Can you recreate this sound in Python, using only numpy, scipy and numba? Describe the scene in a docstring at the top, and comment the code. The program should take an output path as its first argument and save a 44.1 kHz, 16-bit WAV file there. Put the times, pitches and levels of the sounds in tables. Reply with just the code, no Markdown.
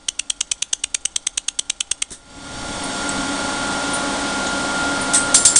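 """Pulsed laser welding of a mesh cone

A laser welds a steel mesh cone close by: nine sharp ticks a second, noise bursts shaped by each beam pulse.
The shutter clacks shut; the gain control lifts the fans (tones, colored noise) and the comb-filtered gas hiss.
The shutter opens; the next ticks, on the cone's rim, ring brightly (noise bands, sines) and overload the input."""
import sys
import numpy as np
from scipy import signal
from scipy.fft import rfft, irfft, next_fast_len
from scipy.io import wavfile
from scipy.ndimage import uniform_filter1d, map_coordinates
from numba import njit

SR = 44100
rng = np.random.default_rng(int(sys.argv[2]) if len(sys.argv) > 2 else 0)


def wav_out(sig):
    """Save sig, one row per channel (or a flat mono array), as 16-bit PCM at SR to the path in sys.argv[1]."""
    wavfile.write(sys.argv[1], SR, np.round(np.clip(np.atleast_2d(sig).T, -1, 1) * 32767).astype(np.int16))


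N = 246519
T = np.arange(N) / SR
SHOT_PERIOD_S = 0.107544

# welding runs, on the seam, then on the rim: (first shot [s], last shot [s], sizzle before its trim [dB],
# plume pop [dB], mesh ring [dB], rim ring [dB])
WELD_RUNS = [(0.0834, 2.019, 12, 10, -28, -2), (5.3437, 5.559, 10.5, -10, -2.5, 15.5)]


def amp(db):
    """Decibels to amplitude."""
    return 10 ** (np.asarray(db) / 20)


def unit(x):
    """x scaled to rms 1."""
    return x / np.sqrt(np.mean(x ** 2) + 1e-20)


def along(points, hz):
    """(Hz, value) points interpolated on a log frequency axis."""
    f, v = np.transpose(points)
    return np.interp(np.log(hz + 1), np.log(f + 1), v)


def wobble(rate):
    """Smooth random curve, rate knots a second."""
    return map_coordinates(rng.standard_normal(int(N * rate / SR) + 4), [T * rate])


def filtered(x, response):
    """x times a response of frequency."""
    m = next_fast_len(len(x) + 8192)
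    spectrum = rfft(x, m) * response(np.fft.rfftfreq(m, 1 / SR))
    return irfft(spectrum, m)[:len(x)]


def noise(spectrum, size=N):
    """Noise of rms 1 with a (Hz, dB) color."""
    return unit(filtered(rng.standard_normal(size), lambda f: amp(along(spectrum, f))))


def band(hz, width, size):
    """Noise of rms 1 in one resonance; amplitude halves at width Hz off center."""
    return unit(filtered(rng.standard_normal(size), lambda f: 1 / (1 + ((f - hz) / width) ** 2)))


def add(track, s, sound):
    """Mix a sound into the track at time s."""
    part = track[max(round(s * SR), 0):][:len(sound)]
    part += sound[:len(part)]


def fade(t, t60):
    """Decay that loses 60 dB in t60 seconds; silent before time zero."""
    return (t >= 0) * np.exp(-np.log(1000) * np.abs(t) / t60)


def firing(first, last):
    """1 while the lamp is fed for a run of shots, else 0."""
    return (T > first - SHOT_PERIOD_S) & (T < last + SHOT_PERIOD_S / 2)


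def load(lag_s):
    """Power drawn by the laser, 0-1, through a one-pole lag."""
    drawn = sum(firing(first, last) for first, last, *_ in WELD_RUNS)
    keep = np.exp(-1 / (lag_s * SR))
    return signal.lfilter([1 - keep], [1, -keep], drawn, zi=[keep * drawn[0]])[0]


def low_rumble():
    """Soft low rumble, steady with two swells: colored noise under Gaussian bumps."""
    # swells: (middle [s], length [s], level [dB])
    swells = [(2.477, 0.71, -31.5), (3.182, 0.075, -35)]
    steady_db = -44
    level = amp(steady_db)
    for s, length, db in swells:
        level = level + amp(db) * np.exp(-(2 * (T - s) / length) ** 2)
    return level * noise([(20, 0.5), (60, -5.0), (160, -5.5), (260, -10), (600, -30), (2000, -81.0)])


def machine():
    """Fans hum, whine and rush, sagging under load; cone and nozzle reflections comb the gas hiss."""
    # steady fan and pump tones: (frequency at idle [Hz], level relative to the others [dB])
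    fan_tones = [(200.1, -40.5), (260.8, -37.5), (281.1, -39), (562.2, -40.5), (702.7, -41), (796, -43.5),
                 (843.2, -36), (1043.4, -46), (1090, -50), (1124.3, -42.5), (1452.9, -53.5), (2202, -47.5),
                 (2248.6, -56)]
    # color of the fans' air rush: (frequency [Hz], level [dB])
    rush_color = [(15, -35), (25, -12.5), (133, -11), (192, -6), (229, -10), (278, -1), (418, -10.5),
                  (571, -5.5), (750, -7.5), (826, -10), (893, -7), (1220, -11), (1370, -8), (1540, -11.5),
                  (2600, -24.5), (3380, -19), (5720, -120)]
    # color of the shield gas hiss: (frequency [Hz], level [dB])
    gas_color = [(900, -25), (2000, -1.5), (2550, -5), (3400, 1.5), (4460, -1.5), (6800, -4), (9100, -3),
                 (9600, -7.5), (10300, -14.5)]
    # whine level at idle: (time [s], level [dB])
    whine_level = [(2.75, -30), (3.1, -27), (4.25, -27), (4.5, -25.5), (5.1, -23)]
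    idle_whine_hz, sag_hz, fan_lag_s = 1405.4, 6.4, 0.15
    hum_db, rush_db = 2.5, -28  # idle, near the nozzle
    hum_sag_db, whine_sag_db, rush_sag_db = -3.5, -1.5, -0.5  # change under full load
    # the microphone swings from the gas nozzle towards the fans
    drift_start_s, drift_end_s, fans_closer_db = 2.27, 3.6, 1.36
    gas_near_db, gas_far_db = -26.5, -28
    # reflection strength drops, so the hollow color of the hiss fades
    mirror_fade_s, mirror_strength = [3.3, 4], [0.38, 0.06]
    mirror_delay_s, mirror_above_hz = 0.00099, 3800  # the cone is too small to reflect longer waves

    sag = load(fan_lag_s)
    drift = np.clip((T - drift_start_s) / (drift_end_s - drift_start_s), 0, 1)

    whine_hz = idle_whine_hz - sag_hz * sag
    whine_db = np.interp(T, *np.transpose(whine_level)) + whine_sag_db * sag
    whine = amp(whine_db + 1.4 * wobble(7)) * np.sin(2 * np.pi * np.cumsum(whine_hz) / SR)

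    clock_s = np.cumsum(whine_hz / idle_whine_hz) / SR  # all tones follow the fan speed
    hum = np.zeros(N)
    for hz, db in fan_tones:
        phase = 2 * np.pi * (hz * clock_s + rng.random()) + 0.1 * wobble(6)
        hum += amp(db + 1.5 * wobble(8.2)) * np.sin(phase)
    hum *= amp(hum_db + hum_sag_db * sag)
    rush = amp(rush_db + rush_sag_db * sag + 0.37 * wobble(12)) * noise(rush_color)
    fans = amp(fans_closer_db * drift) * (hum + rush)
    cabinet = amp(-36.5) * band(286.2, width=6.0, size=N)  # boom

    def reflect(f):
        """Inverted, delayed, high-passed."""
        treble = 1 - 1 / (1 + (f / mirror_above_hz) ** 10)
        return -np.exp(-2j * np.pi * f * mirror_delay_s) * treble

    jet = noise(gas_color)
    once = filtered(jet, reflect)
    twice = filtered(once, reflect)
    mirrored = np.interp(T, mirror_fade_s, mirror_strength)
    combed = (jet + mirrored * once + mirrored ** 2 * twice) / np.sqrt(1 + mirrored ** 2)
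    gas = amp(gas_near_db + (gas_far_db - gas_near_db) * drift) * combed
    return fans + whine + cabinet + gas


def supply():
    """Thin tone of the laser's power supply while it feeds the lamp, swelling through each run."""
    tone_hz, start_db, swell_db_per_s = 797, -42.5, 6  # start_db holds at the first shot
    level = np.zeros(N)
    for first, last, *_ in WELD_RUNS:
        level += firing(first, last) * amp(start_db + swell_db_per_s * (T - first))
    tone = np.sin(2 * np.pi * tone_hz * T + 0.33 * wobble(4.8))
    return uniform_filter1d(level, size=SR // 20) * tone


def fixture():
    """Light metal clicks as the work is shifted: decaying noise bands."""
    # clicks: (time [s], level [dB], frequency [Hz], t60 [s])
    work_clicks = [(2.838, -23, 9270, 0.11), (3.092, -16, 8060, 0.045), (3.935, -20.5, 9180, 0.19),
                   (4.467, -27, 3800, .12), (4.469, -25.5, 6800, 0.11), (5.013, -26.5, 9210, 0.18)]
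    out, t = np.zeros(N), np.arange(SR // 4) / SR
    for s, db, hz, t60 in work_clicks:
        add(out, s, amp(db - 60 * t / t60) * band(hz, width=340, size=len(t)))
    return out


def shutter():
    """The solenoid clicks, its blade thumps against the stop, rattles and rings."""
    # closing, then opening: (time [s], click before its trim [dB], rattle [dB],
    # rattle start after click [s], rattle hold [s], thump before its trim [dB], ring [dB])
    blade_moves = [(2.106, -5, -1, .011, 0.0051, 1, -24), (5.1358, -7, -9, .009, 0.0074, -33, -10)]
    # color of click and rattle: (frequency [Hz], level [dB])
    clack_color = [(200, -31), (1200, -12), (1750, -4), (2500, -17), (3600, -4), (4800, -11), (5900, -0.5),
                   (7000, -4.5), (8400, 1.5), (10000, -3.5)]
    travel_s, click_trim_db, thump_trim_db = 0.007, 2.5, -10.0
    click_t60_s, thump_t60_s, rattle_t60_s, ring_t60_s = 0.05, 0.12, 0.18, 0.28
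    out, t = np.zeros(N), np.arange(SR // 3) / SR
    for s, click_db, rattle_db, start, length, thump_db, ring_db in blade_moves:
        click_level = amp(click_db + click_trim_db - 60 * t / click_t60_s)
        add(out, s, click_level * noise(clack_color, size=len(t)))
        thump_level = amp(thump_db + thump_trim_db - 60 * t / thump_t60_s)
        add(out, s + travel_s, thump_level * band(200, width=380, size=len(t)))
        after = np.maximum(t - length, 0)
        rattle = amp(rattle_db - 60 * after / rattle_t60_s) * noise(clack_color, size=len(t))
        ring = amp(ring_db - 60 * after / ring_t60_s) * band(8430, width=340, size=len(t))
        add(out, s + start, rattle + ring)
    return out


def flash(t, boil_s, snap_db):
    """Shot envelope: snap, rise to the boil, hold while the beam lasts, collapse with a short afterglow."""
    beam_s, snap_t60_s, collapse_t60_s = 0.0073, 0.0023, 0.0026
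    cold_db, afterglow_db, afterglow_t60_s = -29.5, -9.5, 0.011  # re the boil
    after = np.maximum(t - beam_s, 0)
    heating = amp(cold_db * np.maximum(1 - t / boil_s, 0))
    afterglow = amp(afterglow_db) * fade(after, afterglow_t60_s)
    cooling = np.maximum(fade(after, collapse_t60_s), afterglow)
    return amp(snap_db) * fade(t, snap_t60_s) + heating * cooling


def puff(source, shape):
    """Source under an envelope, with the envelope's energy however the noise flutters."""
    shaped = source * shape
    return shaped * np.linalg.norm(shape) / np.linalg.norm(shaped)


def varied(db, scatter_db):
    """Amplitude with normal scatter in dB."""
    return amp(db + scatter_db * rng.normal())


def laser():
    """Each timed shot boils off metal that sizzles and pops; mesh and rim ring after it."""
    # color of the boiling metal: (frequency [Hz], level [dB])
    sizzle_color = [(100, -14.5), (700, -28), (1500, -14), (2500, -22), (4400, -5), (5200, -12.5),
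                    (5800, 2.5), (6400, 3.5), (7300, -4.5), (8300, 5), (9200, -4.5), (9700, -7),
                    (11000, -7.5)]
    # dense mode clusters of the mesh: (frequency [Hz], half-width [Hz], relative level [dB], t60 [s])
    mesh_modes = [(3420, 300, -14.5, 0.15), (5130, 1150, -6.5, 0.21), (5800, 240, -22, 0.14),
                  (7350, 250, -5.5, 0.24), (8200, 250, 10.5, 0.052), (9400, 390, 5.5, 0.073),
                  (9340, 260, -11, 0.4)]
    # clean modes of the solid rim: (frequency [Hz], relative level [dB])
    rim_modes = [(4495, -39), (5319, -37), (6433, -30), (7262, -38), (7467, -23), (8080, -36), (8629, -27),
                 (8872, -39), (9362, -33), (9491, -40)]
    sizzle_trim_db, sizzle_scatter_db, pop_scatter_db = 2.5, 1.5, 0.9
    pop_hz, pop_scatter_hz, pop_width_hz = 3160, 99, 493  # vapor plume resonance
    rim_t60_s, ring_attack_s = 0.22, 0.0016
    mode_scatter_db = 1.5  # each shot lands on a new spot

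    out, t = np.zeros(N), np.arange(SR // 6) / SR
    sizzle_shape = amp(sizzle_trim_db) * flash(t, boil_s=0.0023, snap_db=-4.5)
    pop_shape = flash(t, boil_s=0.004, snap_db=-19)
    for first, last, sizzle_db, pop_db, mesh_db, rim_db in WELD_RUNS:
        for s in np.arange(first, last + SHOT_PERIOD_S / 2, SHOT_PERIOD_S):
            boiling = noise(sizzle_color, size=len(t))
            sizzle = varied(sizzle_db, sizzle_scatter_db) * puff(boiling, sizzle_shape)
            plume = band(pop_hz + pop_scatter_hz * rng.normal(), pop_width_hz, size=len(t))
            pop = varied(pop_db, pop_scatter_db) * puff(plume, pop_shape)
            mesh, rim = np.zeros(len(t)), np.zeros(len(t))
            for hz, width, db, t60 in mesh_modes:
                cluster = puff(band(hz, width, size=len(t)), fade(t, t60))
                mesh += varied(db, mode_scatter_db) * cluster
            for hz, db in rim_modes:
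                mode = np.sin(2 * np.pi * (hz * t + rng.random()))
                rim += varied(db, mode_scatter_db) * mode
            rim *= fade(t, rim_t60_s)
            attack = 1 - np.exp(-t / ring_attack_s)
            ring = (amp(mesh_db) * mesh + amp(rim_db) * rim) * attack
            add(out, s, sizzle + pop + ring)
    return out


def workshop(x):
    """Reverb of near surfaces, then a far wall: decaying noise tails, redrawn every 0.2 s."""
    near_delay_s, near_t60_s = 0.0022, 0.12
    wall_delay_s, wall_t60_s, wall_db = 0.06, 0.12, -14.5  # level re the near surfaces
    t = np.arange(SR // 4) / SR
    near = fade(t - near_delay_s, near_t60_s)
    wall = amp(wall_db) * fade(t - wall_delay_s, wall_t60_s)
    strength = np.hypot(near, wall)
    out, hop = np.zeros(N), SR // 5
    for i in range(0, N, hop):
        tail = strength * rng.standard_normal(len(t))
        add(out, i / SR, signal.fftconvolve(x[i:i + hop], tail / np.linalg.norm(tail)))
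    return out


def scene():
    """Shots and shutter in the room, over the running machine."""
    room_db = -19.5
    background = low_rumble() + machine() + supply() + fixture()
    hits = shutter() + laser()
    return (background + hits + amp(room_db) * workshop(hits))[None]


@njit
def gain_control(over, start, attack, hold, release):
    """Gain in dB: pushed down by whatever passes the threshold, held, then let back up (times in samples)."""
    gain, g, wait = np.empty(len(over)), start, hold
    for i in range(len(over)):
        if over[i] + g > 0:
            g -= (over[i] + g) / attack
            wait = hold
        elif wait > 0:
            wait -= 1
        else:
            g -= g / release
        gain[i] = g
    return gain


def record(dry):
    """Gain control, already turned down by the welding, then overload, preamp rumble and a steep low-pass."""
    threshold_db, start_db = -4.5, -25.5
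    attack_s, hold_s, release_s = 0.07, 0.21, 0.28
    overload_level, top_hz = 0.65, 10080
    over_db = 20 * np.log10(np.abs(dry[0]) + 1e-9) - threshold_db
    gain_db = gain_control(over_db, float(start_db), attack_s * SR, hold_s * SR, release_s * SR)
    x = dry[0] * amp(gain_db)
    x = x / (1 + (np.abs(x) / overload_level) ** 4) ** (1 / 4)
    rumble = noise([(20, -0.5), (55, 0.5), (100, -18), (250, -16.5), (1000, -40), (10000, -60)])
    x = x + amp(-52.5) * rumble
    return filtered(x, lambda f: 1 / np.sqrt(1 + (f / top_hz) ** 130))[None]


dry = scene()
out = record(dry)
wav_out(out)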